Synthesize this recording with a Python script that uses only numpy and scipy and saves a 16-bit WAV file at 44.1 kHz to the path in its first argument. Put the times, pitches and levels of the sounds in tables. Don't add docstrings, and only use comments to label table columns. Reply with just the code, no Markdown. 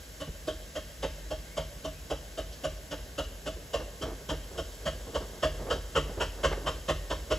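import sys
import numpy as np
from scipy import signal
from scipy.fft import rfft, irfft
from scipy.io import wavfile
from scipy.ndimage import uniform_filter1d

SR = 44100
rng = np.random.default_rng(int(sys.argv[2]) if len(sys.argv) > 2 else 0)


def master(y):
    cut = np.clip(np.atleast_2d(y).T, -1, 1)
    pcm = np.round(cut * 32767)
    wavfile.write(sys.argv[1], SR, pcm.astype(np.int16))


N = 325458
TIME, HZ = np.arange(N) / SR, np.fft.rfftfreq(N, 1 / SR)
SHOT = 16384
SHOT_TIME, SHOT_HZ = np.arange(SHOT) / SR, np.fft.rfftfreq(SHOT, 1 / SR)


def gain_of(db):
    return 10 ** (np.asarray(db) / 20)


def unit_rms(x):
    return x / np.sqrt(np.mean(x ** 2) + 1e-20)


def read(points, hz):
    f, value = np.transpose(points)
    return np.interp(np.log(hz + 1), np.log(f + 1), value)


def follow(curve, s):
    return np.interp(s, *np.transpose(curve))


def bell(hz, centre_hz, width_hz):
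    return 1 / (1 + (2 * (hz - centre_hz) / width_hz) ** 2)


def add(mix, s, sound):
    part = mix[max(round(s * SR), 0):][:len(sound)]
    part += sound[:len(part)]


def causal(db):
    log_gain = np.log(gain_of(np.maximum(db, db.max() - 100)))
    mirrored = np.concatenate([log_gain, log_gain[-2:0:-1]])
    return np.exp(np.conj(signal.hilbert(mirrored)))[:len(db)]


def noise(colour):
    return unit_rms(irfft(rfft(rng.standard_normal(N)) * gain_of(read(colour, HZ)), N))


def drift(rate):
    return unit_rms(irfft(rfft(rng.standard_normal(N)) * np.exp(-(HZ / rate) ** 2), N))


def swell(peak_s, sharpness):
    u = SHOT_TIME / max(peak_s, .002)
    return (u * np.exp(1 - u)) ** sharpness


def burst(envelope, colour_db, db, span_s):
    sound = irfft(rfft(envelope * rng.standard_normal(SHOT)) * causal(colour_db))
    return gain_of(db) * unit_rms(sound) * np.sqrt(span_s * SR / SHOT)


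def scatter(shape, per_s):
    return rng.standard_normal(shape) * (rng.random(shape) < per_s / SR)


# frequency in Hz, relative level in dB.
AIR_COLOUR = [(20, -15), (32, -26), (46, 26), (65, 20), (110, 9.5), (250, 4), (600, -3), (950, -9.5),
              (1700, -1), (4000, -4.5), (7000, 0), (10000, -11), (13000, -5.5), (15500, -24)]

def air(level_db=-45, side_db=-55):
    mid = gain_of(level_db) * noise(AIR_COLOUR)
    side = gain_of(side_db) * noise([(50, 64), (300, 57.5), (1500, 57), (6000, 56), (15000, -62)])
    return np.array([mid + side, mid - side])


# frequency in Hz, width in Hz, lift in dB.
CHIMNEY_MODES = [(151.9, 14.2, 17), (294.5, 25.6, 11.5), (458, 28, 5), (552, 34, 6), (630.3, 31, 11),
                 (916, 23, 6), (1096, 69, 10.5), (1180, 65, -0.5), (1285, 81, 10.5), (1427, 52, 11),
                 (1610, 58, 4), (1820, 81, 7), (2896, 340, 8.5), (3110, 320, 11.5)]

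def chimney(hz, pitch=1):
    lift = sum((gain_of(db) - 1) * bell(hz, f * pitch, width) for f, width, db in CHIMNEY_MODES)
    return 20 * np.log10(np.maximum(1 + lift, .1))


# frequency in Hz, relative level in dB.
DRAUGHT_COLOUR = [(60, -32), (150, -8.5), (300, -29), (470, -4.5), (640, -10), (800, -14), (1250, -24),
                  (1600, -8.5), (2300, -71), (3000, -44), (4000, -6.5), (14000, -64)]

def draught(level_db=-54.5):
    breath = irfft(rfft(noise(DRAUGHT_COLOUR)) * gain_of(chimney(HZ)), N)
    return gain_of(level_db) * unit_rms(breath)


# frequency in Hz, relative level in dB.
LEAK_COLOUR = [(500, -30), (2300, -24), (3200, -2), (5000, -5), (7500, -2), (10000, -12.5), (15000, -23)]
# time in seconds, nearness in dB.
NEARNESS = [(0, -14), (1.5, -12), (3.2, -39), (4.7, 1.5), (5.5, 0), (7.38, 1)]
# start in seconds, level in dB, centre in Hz, width in Hz, attack in seconds.
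STEAM_SPURT = (2.513, -52, 4700, 2600, .02)

def leak(level_db=-53.5, nearness_share=0.55, waver_db=1):
    hiss = noise(LEAK_COLOUR)
    hiss *= gain_of(level_db + nearness_share * follow(NEARNESS, TIME) + waver_db * drift(rate=12))
    s, db, centre_hz, width_hz, peak_s = STEAM_SPURT
    colour_db = 20 * np.log10(bell(SHOT_HZ, centre_hz, width_hz))
    add(hiss, s, burst(swell(peak_s, sharpness=3.1), colour_db, db, span_s=0.097))
    return hiss


# frequency in Hz, relative level in dB.
IRON_COLOUR = [(60, -1.5), (150, -7), (250, -5), (470, 2), (620, -1), (780, -9.5), (1300, -11), (2300, -21),
               (3100, -32), (4200, -32), (8000, -44), (15000, -65)]
# time in seconds, level in dB.
RUMBLE_LEVEL = [(0, -70.5), (3.2, -57.5), (4.1, -50.5), (4.4, -50.5), (4.9, -52), (5.35, -49),
                (5.65, -43.5), (5.85, -50), (6.15, -48), (6.55, -45), (6.8, -52), (7.38, -52)]

def rumble(lumpy_db=3):
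    return noise(IRON_COLOUR) * gain_of(follow(RUMBLE_LEVEL, TIME) + lumpy_db * drift(rate=16.5))


# start in seconds, blast in dB, extra drum in dB, extra hoot in dB, bark in Hz.
BEATS = [(0.2012,-13.5,0,-3,583), (0.4729,-13.5,1.5,1,607), (0.7524,-12,-3.5,1,585),
         (1.025,-11.5,0.5,0,550), (1.305,-14.5,0.5,4,617), (1.5685,-11.5,-2.5,0.5,615),
         (1.8427,-12.5,0.5,1.5,620), (2.1003,-13.5,-0.5,1.5,565), (2.374,-12.5,-1.5,1.5,610),
         (2.637,-11.5,-0.5,1.5,570), (2.911,-11,0.5,-2,637), (3.1788,-9,-1.5,-3,555),
         (3.4593,-9.5,-1.5,0,630), (3.7326,-8.5,-6,1.5,625), (4.0144,-8.5,4,-5,520),
         (4.289,-9.5,2.5,-4,580), (4.5754,-10,0.5,0,592), (4.856,-7.5,-1.5,-1,600), (5.144,-6.5,-0.5,3,614),
         (5.4255,-3.5,1.5,3,607), (5.699,0,-2,0.5,585), (5.9517,1.5,1.5,0,576), (6.200,0.5,-0.5,-2.5,568),
         (6.4337,-0.5,0,0.5,627), (6.662,-1,-1.5,-2,490), (6.8829,-4,1,0,569), (7.0998,-4.5,0.5,-1,567),
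         (7.305,-5,1,1.5,580)]

def strokes():
    return [(1 - k % 2, beat) for k, beat in enumerate(BEATS)]


# frequency in Hz, relative level in dB.
JET_COLOUR = [(90, -21), (230, -21), (360, -12), (460, -5.5), (640, -6), (790, -16), (930, -13), (1150, -9),
              (1750, -15.5), (2250, -19), (2700, -14), (3150, -14.5), (3900, -15.5), (7000, -19),
              (14000, -45)]
# time in seconds, share from 0 to 1.
HIDDEN = [(0, 0.88), (2.7, 0.66), (4.7, 0.3), (5.5, 0)]
# frequency in Hz, gain in dB.
HOUSE_SHADOW = [(290, 1.5), (360, -4.5), (540, -1), (690, 1.5), (790, 0), (860, 4), (980, -9.5),
                (1150, -2.5), (1450, -1), (1750, 0)]
# base level in dB, dB per dB
# of blast, weak-stroke trim in dB, base attack in seconds, sharpness, stretch per dB of blast.
CHUFF_BANDS = [(-37, 0.33, -3.5, 0.02, 1.4, 0.02), (-28.5, 0.45, -4, 0.021, 3.6, 0),
               (-28.1, 1.1, -3, 0.022, 3.1, 0), (-33.5, 0.7, -3, 0.021, 2.36, .004),
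               (-36.5, 0.55, -2.5, 0.024, 2.6, 0.02)]

def exhaust(flutter=0.033, heat=0.0084, uneven_db=2.5, bark_db=2.5, weak_lag_s=0.00053):
    hz = SHOT_HZ + 1
    lowpasses = [1 / (1 + (hz / split_hz) ** 12) for split_hz in (370, 800, 2300, 4000)]
    shares = np.diff([np.zeros_like(hz), *lowpasses, np.ones_like(hz)], axis=0)
    crossovers_db = 10 * np.log10(abs(shares) + 1e-12)
    out = np.zeros(N)
    for weak, (s, blast_db, drum_db, hoot_db, bark_hz) in strokes():
        pitch = 1 + heat * rng.standard_normal()
        ripple = uniform_filter1d(rng.standard_normal(len(hz)), size=70)
        ripple = unit_rms(uniform_filter1d(ripple, size=50))
        hidden = follow(HIDDEN, s)
        bark = bark_db * (1 + hidden) * bell(hz, bark_hz, width_hz=84)
        colour_db = read(JET_COLOUR, hz) + chimney(hz, pitch) + bark + uneven_db * ripple
        colour_db += hidden * read(HOUSE_SHADOW, hz)
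        throb_hz = CHIMNEY_MODES[0][0] * rng.uniform(0.88, 1.32)
        throb = 1 + flutter * np.sin(2 * np.pi * (throb_hz * SHOT_TIME + rng.random()))
        throttles, extras_db = (1, 1, throb, throb, throb), (drum_db, hoot_db, 0, 0, 0)
        for band, crossover_db, throttle, extra_db in zip(CHUFF_BANDS, crossovers_db, throttles, extras_db):
            db, slope, weak_db, peak_s, sharpness, stretch = band
            attack_s = peak_s * np.exp(stretch * blast_db) + weak * weak_lag_s
            level_db = db + slope * blast_db + weak * weak_db + extra_db
            envelope = swell(attack_s, sharpness) * throttle
            puff = burst(envelope, colour_db + crossover_db, level_db, span_s=0.071)
            add(out, s - .007, puff)
    return out


# frequency in Hz, relative level in dB, 60 dB decay in seconds.
SMOKEBOX_MODES = [(46.4, 1.5, 0.91), (62.1, 5.5, 0.35), (80.1, 1, 0.42)]
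# time in seconds, level in dB.
BOOM_LEVEL = [(0, -42.5), (1.2, -39.5), (2.4, -40.5), (3.2, -39), (4.9, -37), (5.6, -33.5), (6.5, -33),
              (7.3, -34)]

def boom(weak_db=-2.5, lag_s=0.0041, rise_s=0.04, span_s=0.12):
    t, out = np.arange(2 * SHOT) / SR, np.zeros(N)
    for weak, (s, *_) in strokes():
        detune = 1 + 0.019 * rng.standard_normal(len(SMOKEBOX_MODES))
        ring = sum((-1) ** k * gain_of(db - 60 * t / t60) * np.sin(2 * np.pi * hz * detune[k] * t)
                   for k, (hz, db, t60) in enumerate(SMOKEBOX_MODES))
        ring *= (1 - np.exp(-t / rise_s)) ** 1.15
        level_db = follow(BOOM_LEVEL, s) + weak * weak_db
        add(out, s + lag_s, gain_of(level_db) * unit_rms(ring) * np.sqrt(span_s / t[-1]))
    return out


def reflect(x, taps, colour):
    response = irfft(rfft(taps / np.linalg.norm(taps)) * causal(read(colour, SHOT_HZ)))
    return signal.fftconvolve(x, response)[:N]


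def verges(x, level_db=-17, t60_s=0.079):
    taps = scatter(SHOT, per_s=2000) * gain_of(-60 * SHOT_TIME / t60_s)
    side = reflect(x, taps, [(100, -14), (500, -9), (1500, -2), (3500, 4), (9000, -93)])
    return gain_of(level_db) * np.array([side, -side])


def lane_reverb(x, predelay_s=.018, width=0.12):
    colour = [(60, -3), (150, 0), (500, -6.5), (1200, -5), (2200, 5.5), (3150, 3), (4000, 7.5),
              (6000, 6.5), (12000, -13.5)]
    t60_s = [(150, 0.43), (600, 0.85), (1500, 0.67), (3000, 0.45), (8000, 0.36)]
    taps = scatter((2, SR), per_s=2500) * (np.arange(SR) > predelay_s * SR)
    hz, t, frames = signal.stft(taps, SR, nperseg=256)
    fade_db = -60 * t / read(t60_s, hz)[:, None] + read(colour, hz)[:, None]
    tail = signal.istft(frames * gain_of(fade_db), SR, nperseg=256)[1]
    mid, side = signal.fftconvolve(x[None], tail / np.linalg.norm(tail[0]), axes=1)[:, :N]
    return np.array([mid + width * side, mid - width * side])


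def jolts(count=40, per_s=3, level_db=-49, spread_db=3, tilt_db=-3.5, attack_s=.005):
    gap, strength = rng.random((count, 2)).T
    times = np.cumsum(2 * gap) / per_s
    levels = level_db + follow(NEARNESS, times) + spread_db * (2 * strength - 1)
    return [(s, db, tilt_db, attack_s) for s, db in zip(times, levels)]


# start in seconds, level in dB, tilt in dB per octave, attack in seconds.
HARD_KNOCKS = [(0.274, -37.5, -5.5, 0.004), (0.283, -38, -14, 0.0046), (1.757, -41.5, -20, 0.0052),
               (3.562, -47, -2, 0.0086), (3.792, -37.5, 0.5, 0.0091), (4.03, -45, -9, 0.023),
               (4.052, -34, 0.5, 0.014), (4.098, -38.5, -1.5, 0.011), (4.335, -39.5, 0.5, 0.0058),
               (4.510, -40.5, -3, .008), (5.066, -39.5, -3.5, 0.012), (5.13, -40, -2, 0.0089),
               (5.205, -37, -0.5, .009), (5.6, -37, -8, 0.018), (5.665, -34, -0.5, 0.019),
               (5.738, -35, -2, 0.012), (6.088, -40.5, -6.5, 0.0075), (6.171, -34.5, -2, 0.0067),
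               (6.372, -45, 1.5, .008), (6.511, -32.5, 2.5, 0.0064), (6.524, -34, 7, 0.0053),
               (6.571, -39, 0, 0.0046), (6.641, -36.5, -2.5, 0.011)]

def knocks(pivot_hz=500):
    out = np.zeros(N)
    octaves = np.log2(np.clip(SHOT_HZ, 150, 3200) / pivot_hz)
    for s, db, tilt_db, attack_s in list(HARD_KNOCKS) + jolts():
        colour_db = read(IRON_COLOUR, SHOT_HZ) + tilt_db * octaves
        add(out, s, burst(swell(attack_s, sharpness=0.59), colour_db, db, span_s=0.023))
    return out


def far_echo(x, delay_s=0.13, smear_s=.022, level_db=-19):
    taps = scatter(SHOT, per_s=2000) * np.exp(-SHOT_TIME / smear_s)
    colour = [(150, -9), (600, 0), (1300, -11), (3100, 0), (5000, -12)]
    out = np.zeros(N)
    add(out, delay_s, reflect(x * follow(HIDDEN, TIME), taps, colour))
    return gain_of(level_db) * out


# start and length in seconds, first and last pitch in Hz, level in dB.
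BIRD_WHISTLES = [(0.634, 0.33, 2050, 1730, -65), (1.08, 0.32, 1780, 1820, -67),
                 (1.401, 0.31, 2060, 2590, -60), (1.63, 0.13, 2010, 2320, -66),
                 (1.87, 0.19, 2370, 2640, -61)]

def bird(waver=0.0405):
    out, wobble = np.zeros(N), 1 + waver * drift(rate=79)
    for s, length_s, start_hz, end_hz, db in BIRD_WHISTLES:
        hz = np.linspace(start_hz, end_hz, int(length_s * SR))
        hz *= wobble[int(s * SR):][:len(hz)]
        whistle = np.sin(2 * np.pi * np.cumsum(hz) / SR) * np.hanning(len(hz))
        add(out, s, gain_of(db) * unit_rms(whistle))
    return out


def scene(send_db=-14, hidden_boost_db=2):
    steam = exhaust() + draught() + leak()
    iron = rumble() + knocks()
    send = steam * gain_of(send_db + hidden_boost_db * follow(HIDDEN, TIME))
    echoes = lane_reverb(send) + far_echo(steam) + verges(steam + iron)
    return steam + boom() + iron + echoes + bird() + air()


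# frequency in Hz, width in Hz, gain in dB.
HOUSING_MODES = [(593, 30, -1.5), (1365, 227, -6.5), (1510, 64, 2.5), (2130, 110, 4.5), (2350, 750, -5.5),
                 (3210, 120, 2), (3900, 2400, -2.5), (4284, 530, -7.5), (4370, 84, 8), (4800, 210, 0),
                 (5370, 390, 0), (5700, 170, -0.5), (5400, 120, -3), (6610, 2420, -5.5)]
# frequency in Hz, left minus right in dB.
PORT_BALANCE = [(80, 0), (200, -1.2), (520, -2.6), (1250, -1), (1780, -2.5), (2100, -1.5), (2720, 6),
                (3450, -1.3), (4250, 0.5), (5300, 2.5), (5900, 0)]
# frequency in Hz, left's lead in radians.
PORT_PHASE = [(20, 0), (500, 0), (900, .45), (1550, .35), (1900, 1.2), (3200, .2), (4900, 1), (6400, 0),
              (7500, -.1), (8400, -2.9), (9550, -3.3), (10400, -6.1), (11600, -6.3), (12500, -9.1),
              (13800, -9.6), (14500, -12.4)]

def record(dry, low_cut_hz=32, high_cut_hz=15720):
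    housing = causal(sum(db * bell(HZ, f, width) for f, width, db in HOUSING_MODES))
    left = gain_of(read(PORT_BALANCE, HZ) / 2) * np.exp(.5j * read(PORT_PHASE, HZ))
    ports = irfft(rfft(dry) * housing * np.array([left, 1 / left]), N)
    low_cut = signal.butter(4, low_cut_hz, "high", fs=SR, output="sos")
    high_cut = signal.firwin(511, high_cut_hz, window=("kaiser", 9), fs=SR)
    return signal.oaconvolve(signal.sosfilt(low_cut, ports), high_cut[None], "same")


dry = scene()
out = record(dry)
master(out)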